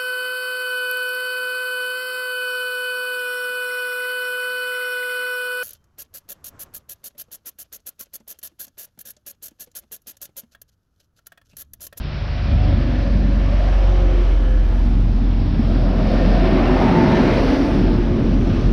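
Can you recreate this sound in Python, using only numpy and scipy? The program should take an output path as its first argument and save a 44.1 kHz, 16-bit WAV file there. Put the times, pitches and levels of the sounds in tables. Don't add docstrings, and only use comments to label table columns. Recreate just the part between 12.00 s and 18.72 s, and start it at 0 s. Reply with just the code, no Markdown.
import sys
import numpy as np
from scipy import signal
from scipy.fft import rfft, irfft
from scipy.io import wavfile

SR = 44100
rng = np.random.default_rng(int(sys.argv[2]) if len(sys.argv) > 2 else 0)


def decibels_to_gain(level_db):
    exponent = np.asarray(level_db, float) / 20
    return 10 ** exponent


def store_wav(level_fs):
    pcm = np.round(np.clip(np.atleast_2d(level_fs), -1, 1) * 32767)
    wavfile.write(sys.argv[1], SR, pcm.T.astype(np.int16))


N = 296352
SCREEN_DB = 22

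# [t/s, half width/s, level/dB, tilt/(dB/octave)]
FAN_PASSES = [(0.45, 0.43, -18.5, -8), (1.05, 0.42, -13, -4.5), (1.75, 0.51, -8.5, -4.5),
              (2.25, 0.48, -8, 1), (2.8, 0.52, -8.5, 3), (3.7, 0.15, -10.5, 5.5), (4.3, 0.5, -5, 1.5),
              (4.85, .35, -3, 0), (5.2, 0.27, -1, -2), (5.55, 0.33, -1, 2), (6.6, 0.56, -7.5, -5)]
# [f/Hz, density/dB]
AIR_SPECTRUM = [(5300, -2), (5600, 17), (6000, 14), (6400, 7), (6800, 3.5), (7500, -1.5), (8300, -3.5),
                (9300, 2.5), (10200, -3), (11200, -7.5), (12000, -7), (13000, -7), (14500, -8.5),
                (15600, -18)]
# [t/s, half width/s, level/dB, tilt/(dB/octave)]
ROAR_PASSES = [(0.35, 0.61, -12, 4.5), (0.1, .2, -24, 1), (0.68, 0.17, -10.5, 2.5), (1.0, 0.25, -11.5, 2.5),
               (1.3, 0.18, -19, -1), (1.75, 0.6, -9.5, 3), (2.15, 0.34, -10.5, 0), (2.75, 0.43, -14.5, 2),
               (3.45, 0.45, -26.5, 9.5), (3.75, 0.2, -21.5, 7.5), (4.13, .14, -16, 8), (4.4, 0.25, -9.5, 5),
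               (4.85, 0.68, 1.2, -0.5), (5.24, 0.34, 0.5, 0.3), (5.6, 0.44, -13.5, 6),
               (5.95, 2.1, -13.5, 3.5), (6.25, 1.4, -18, -9.5), (6.6, 0.22, -12, 3)]
# [f/Hz, density/dB]
ROAR_SPECTRUM = [(190, -30), (330, -3.5), (358, -1.5), (427, -9), (650, -10), (784, -15), (902, -17),
                 (1010, -17), (1740, -22), (1910, -23.5), (2090, -24), (2270, -24), (5400, -35.5),
                 (7020, -75.5), (11900, -120)]
# [t/s, half width/s, level/dB, tilt/(dB/octave)]
FLOOR_PASSES = [(0.35, 1.3, -15, -6), (0.53, 0.048, -4.5, -3.5), (0.7, 0.15, -4.5, -2.5),
                (0.95, 0.07, -8.5, 5), (1.25, 0.27, -7, 5), (1.85, 0.44, -17, 2), (2.05, .15, -11.5, 1.5),
                (2.87, 1.7, -19, -11), (3.1, 0.39, -10, 3.5), (3.61, 0.37, -8, -4), (4.2, 0.94, -5, 5.5),
                (4.8, 0.37, -7, 10), (5.03, 0.1, -1, 6), (5.25, 0.17, -5, 9), (5.9, 1, -16, -11.5),
                (5.85, 0.14, -4.5, 9), (6.3, 0.45, -3, 6), (6.7, 0.22, -1.5, -2.5)]
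# [f/Hz, density/dB]
RUMBLE_SPECTRUM = [(20, 0), (30, -7.5), (38, -3.5), (48, -0.5), (60, -6), (110, 0), (160, -3.5), (230, 0.5),
                   (300, -4.5), (340, -18)]
# [start t/s, end t/s, first f/Hz, last f/Hz, width/Hz]
HOLLOWS = [(1.4, 2.2, 600, 820, 150), (3.6, 4.5, 560, 680, 200), (4.3, 5.4, 620, 980, 180),
           (4.9, 5.8, 420, 620, 160), (4.9, 5.9, 200, 310, 50), (3.9, 4.5, 200, 190, 35),
           (.4, 1.5, 560, 550, 90), (2.5, 3.7, 800, 700, 350), (4.9, 5.7, 3800, 4800, 900),
           (1.7, 2.8, 300, 290, 50), (.45, 1.15, 285, 300, 50), (4.75, 5.3, 190, 140, 70),
           (5.0, 5.5, 2000, 2200, 600), (1.35, 2.15, 580, 600, 70), (.1, 1.3, 640, 660, 120),
           (4.0, 4.4, 520, 540, 90), (6.35, 6.72, 210, 190, 60)]
HOLLOW_LEVELS_DB = [-36.5, -31.5, -29, -29, -21.5, -24, -39, -44.5, -45, -36, -34, -22, -37, -37, -42.5,
                    -31, -27]
# [start t/s, end t/s, first f/Hz, last f/Hz, width/Hz]
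WHEEL_MODES = [(1.78, 2.3, 357, 349, 7), (2.3, 3.15, 348, 346, 5), (4.35, 4.95, 369, 367, 7),
               (4.85, 5.3, 354, 352, 8), (5.2, 6.3, 362, 352, 25), (4.1, 4.6, 660, 655, 10),
               (4.5, 5.4, 660, 638, 12), (4.1, 4.5, 718, 714, 10), (4.72, 5.25, 910, 890, 40),
               (5.2, 6.1, 880, 862, 35), (5.3, 5.8, 700, 690, 14), (.3, 2.2, 1740, 1715, 140),
               (2.15, 2.85, 1712, 1680, 90), (3.95, 5.05, 1818, 1798, 22), (4.9, 5.5, 1780, 1760, 30),
               (4.6, 5.7, 2070, 2050, 90), (4.2, 5.1, 2725, 2715, 45), (1.3, 2.9, 3120, 3060, 250),
               (.35, .65, 2420, 2400, 40), (1.4, 2.0, 1110, 1085, 80), (6.35, 6.7, 1210, 1195, 40),
               (4.5, 4.9, 262, 250, 12), (5.3, 5.65, 268, 276, 14), (.62, 1.1, 352, 350, 9)]
WHEEL_MODE_LEVELS_DB = [-31, -42, -25, -22, -31, -30, -32, -34, -28, -40, -39, -49, -49, -43, -41, -43, -50,
                        -52, -51, -49, -48, -23, -24, -41]
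# [t/s, peak level/dB, ring f/Hz]
THUMPS = [
    (0.959, 1, 214),
    (1.152, 3, 193),
    (1.293, 0.5, 234),
    (3.593, 8, 228),
    (3.704, 2.5, 225),
    (3.805, -14, 208),
]
# [t/s, f/Hz]
FIRING_NOTE = [(0, 48.8), (.4, 48.6), (.8, 47.9), (1.2, 47.1), (1.5, 46.7), (1.7, 46.2), (2, 45.5),
               (2.4, 44.1), (2.65, 43.5), (3.1, 43.3), (3.45, 42.8), (3.9, 43.5), (4.6, 43.5), (4.9, 44),
               (5.2, 43), (5.8, 42.8), (6.72, 42.6)]
# [t/s, half width/s, level/dB]
EXHAUST_PASSES = [(0.15, 0.13, -38), (0.7, .25, -19), (1.15, 0.24, -17.5), (1.9, 0.64, -13.5),
                  (2.6, 0.88, -16), (3.05, 0.38, -18.5), (3.78, 0.18, -16.5), (4.35, 0.24, -13.5),
                  (4.72, 0.22, -21), (5.4, 0.22, -21), (5.86, 0.18, -19.5), (6.05, .1, -24),
                  (6.4, 0.15, -16.5), (6.72, 0.056, -15.5)]
# [t/s, half width/s, level/dB]
HALF_ORDER_PASSES = [(.6, 0.17, -21.5), (1.1, 0.33, -26.5), (1.799, 0.65, -29), (2.7, 0.43, -27),
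                     (4.8, 0.71, -30), (6.1, .8, -36.5)]
# [t/s, half width/s, level/dB]
SECOND_PASSES = [(.65, 0.25, -24), (1.5, 0.37, -29), (1.999, 0.31, -31), (2.649, .2, -31.5),
                 (3.7, 1.1, -28), (5.9, 0.73, -31.5)]
# [t/s, half width/s, level/dB]
THIRD_PASSES = [(0.1, .4, -38), (0.679, 0.29, -29.5), (2.05, .2, -38)]
# [t/s, half width/s, level/dB]
FOURTH_PASSES = [(.55, .25, -38.5), (1.4, .4, -46.5), (4.2, .3, -45)]
# [t/s, half width/s, level/dB]
GEAR_LOW_PASSES = [(.55, 0.36, -48.5), (0.999, 0.23, -42.5), (1.5, 0.36, -46.5), (2.0, 0.32, -36),
                   (2.5, 0.14, -41)]
# [t/s, half width/s, level/dB]
GEAR_HIGH_PASSES = [(.6, 0.19, -43.5), (0.999, 0.16, -45.5), (1.7, 0.094, -40), (2.3, 0.52, -48)]
# [t/s, half width/s, level/dB]
GROWL_PASSES = [(.8, 0.2, -31), (1.3, 0.06, -35), (2.9, 0.73, -37.5)]
# [multiple of firing note, relative level/dB]
GROWL_ORDERS = [(2.5, 1), (3.5, -8), (4.5, -3), (5, -4), (5.5, -9), (6, -7)]


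def rms_one(x):
    return x / np.sqrt(np.mean(x ** 2) + 1e-20)


def drift(rate_hz, step=1):
    pole = np.exp(-80 * np.pi * rate_hz / SR)
    white = rng.standard_normal(N // 40 + 2002)
    slow = rms_one(signal.lfilter([1], [1, -2 * pole, pole * pole], white)[2000:])
    return np.interp(np.arange(0, N, step) / 40, np.arange(len(slow)), slow)


def passing(rows, octaves=0, step=1):
    t = np.arange(0, N, step) / SR
    power = 1e-12
    for s, half_width_s, db, *tilt in rows:
        distance_loss_db = SCREEN_DB * np.log10(1 + ((t - s) / half_width_s) ** 2)
        power = power + decibels_to_gain(db + sum(tilt) * octaves - distance_loss_db) ** 2
    return 10 * np.log10(power)


def smooth_passing(rows):
    return np.repeat(passing(rows, step=16), 16)[:N]


def swelling_noise(rows, pivot_hz, spectrum, level_db, patchy_db, count):
    step = 64
    spectrum_hz, spectrum_db = np.transpose(spectrum)
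    low_hz, high_hz = spectrum_hz[0], spectrum_hz[-1]
    hz = np.arange(N // 2 + 1) * SR / N + 1e-9
    log_hz = np.log(hz)
    noise = rfft(rng.standard_normal(N))
    noise *= decibels_to_gain(np.interp(log_hz, np.log(spectrum_hz), spectrum_db))
    noise *= (hz > low_hz) * (hz < high_hz)
    noise /= np.sqrt(np.mean(irfft(noise, N) ** 2))
    mids = np.log(np.geomspace(low_hz, high_hz, count))
    together = drift(33, step)
    out = np.zeros(N)
    for mid in mids:
        swell_db = passing(rows, (mid - np.log(pivot_hz)) / np.log(2), step)
        swell_db -= 10 * np.log10(np.mean(decibels_to_gain(swell_db) ** 2))
        flicker_db = patchy_db * (0.5 * together + drift(4.8, step))
        gain = np.interp(np.arange(N), np.arange(len(swell_db)) * step, decibels_to_gain(swell_db + flicker_db))
        triangle = np.clip(1 - abs(log_hz - mid) / (mids[1] - mids[0]), 0, 1)
        out += gain * irfft(noise * triangle, N)
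    return out * decibels_to_gain(level_db)


def resonances(rows, levels_db, steady_hz):
    out = np.zeros(N)
    for (start_s, end_s, first_hz, last_hz, width_hz), db in zip(rows, levels_db):
        at, size = round(start_s * SR), round((end_s - start_s) * SR)
        lowpass = signal.butter(2, width_hz / 2, fs=SR, output="sos")
        slow = rms_one(signal.sosfilt(lowpass, rng.standard_normal((2, 2 * SR))))[:, -size:]
        phase = 2 * np.pi * np.cumsum(np.linspace(first_hz, last_hz, size)) / SR
        in_phase = (steady_hz / width_hz + slow[0]) * np.cos(phase)
        band = rms_one(in_phase + slow[1] * np.sin(phase))
        swell = np.sin(np.linspace(0, np.pi, size)) ** 0.65
        out[at:at + size] += decibels_to_gain(db) * swell * band
    return out


def tone(hz, db, waver_hz, flutter_db):
    phase = 2 * np.pi * (np.cumsum(hz + waver_hz * drift(7.1)) / SR + rng.random())
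    return np.sqrt(2) * decibels_to_gain(db + flutter_db * drift(7.7)) * np.sin(phase)


def cooling_air():
    return swelling_noise(FAN_PASSES, 9000, AIR_SPECTRUM, level_db=-58.5, patchy_db=0.8, count=9)


def rail_roar():
    return swelling_noise(ROAR_PASSES, 1200, ROAR_SPECTRUM, level_db=-27.0, patchy_db=1.03, count=18)


def floor_rumble():
    return swelling_noise(FLOOR_PASSES, 120, RUMBLE_SPECTRUM, level_db=-21.0, patchy_db=0.5, count=10)


def hollows():
    return resonances(HOLLOWS, HOLLOW_LEVELS_DB, steady_hz=0)


def wheel_singing():
    return resonances(WHEEL_MODES, WHEEL_MODE_LEVELS_DB, steady_hz=17)


def floor_thumps(rise_s=0.004, t60_s=0.051):
    out, t = np.zeros(N), np.arange(SR // 5) / SR
    for s, db, hz in THUMPS:
        at = round(s * SR)
        decay = decibels_to_gain(db - 8.5 - 60 * t / t60_s)
        out[at:at + len(t)] += decay * (1 - np.exp(-t / rise_s)) * np.sin(2 * np.pi * hz * t)
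    return out


def exhaust():
    firing_hz = np.interp(np.arange(N) / SR, *np.transpose(FIRING_NOTE))
    out = tone(firing_hz, smooth_passing(EXHAUST_PASSES), waver_hz=0.17, flutter_db=-1.0)
    locked = [(1.5, HALF_ORDER_PASSES), (2, SECOND_PASSES), (3, THIRD_PASSES), (4, FOURTH_PASSES),
              (11.78, GEAR_LOW_PASSES), (15, GEAR_HIGH_PASSES)]
    upper = [(multiple, smooth_passing(rows)) for multiple, rows in locked]
    growl_db = smooth_passing(GROWL_PASSES)
    upper += [(multiple, growl_db + db) for multiple, db in GROWL_ORDERS]
    for multiple, db in upper:
        out += tone(multiple * firing_hz, db, waver_hz=0.25 * multiple, flutter_db=1.5 + 0.14 * multiple)
    return out


def scene():
    background = cooling_air() + rail_roar() + floor_rumble()
    near = hollows() + wheel_singing() + floor_thumps()
    return (background + near + exhaust())[None]


def roll_off(x):
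    return signal.sosfilt(signal.butter(12, 15700, fs=SR, output="sos"), x)


def record(dry):
    attack_s, threshold_db, slope, ceiling = 0.045, -15, 0.35, 1.05
    keep = np.exp(-1 / (attack_s * SR))
    level_db = 10 * np.log10(signal.lfilter([1 - keep], [1, -keep], dry ** 2) + 1e-9)
    held = dry * decibels_to_gain(1.0 - slope * np.maximum(level_db - threshold_db, 0))
    rounded = ceiling * np.tanh(held / ceiling) + 0.0017
    return roll_off(rounded)


dry = scene()
out = record(dry)
store_wav(out)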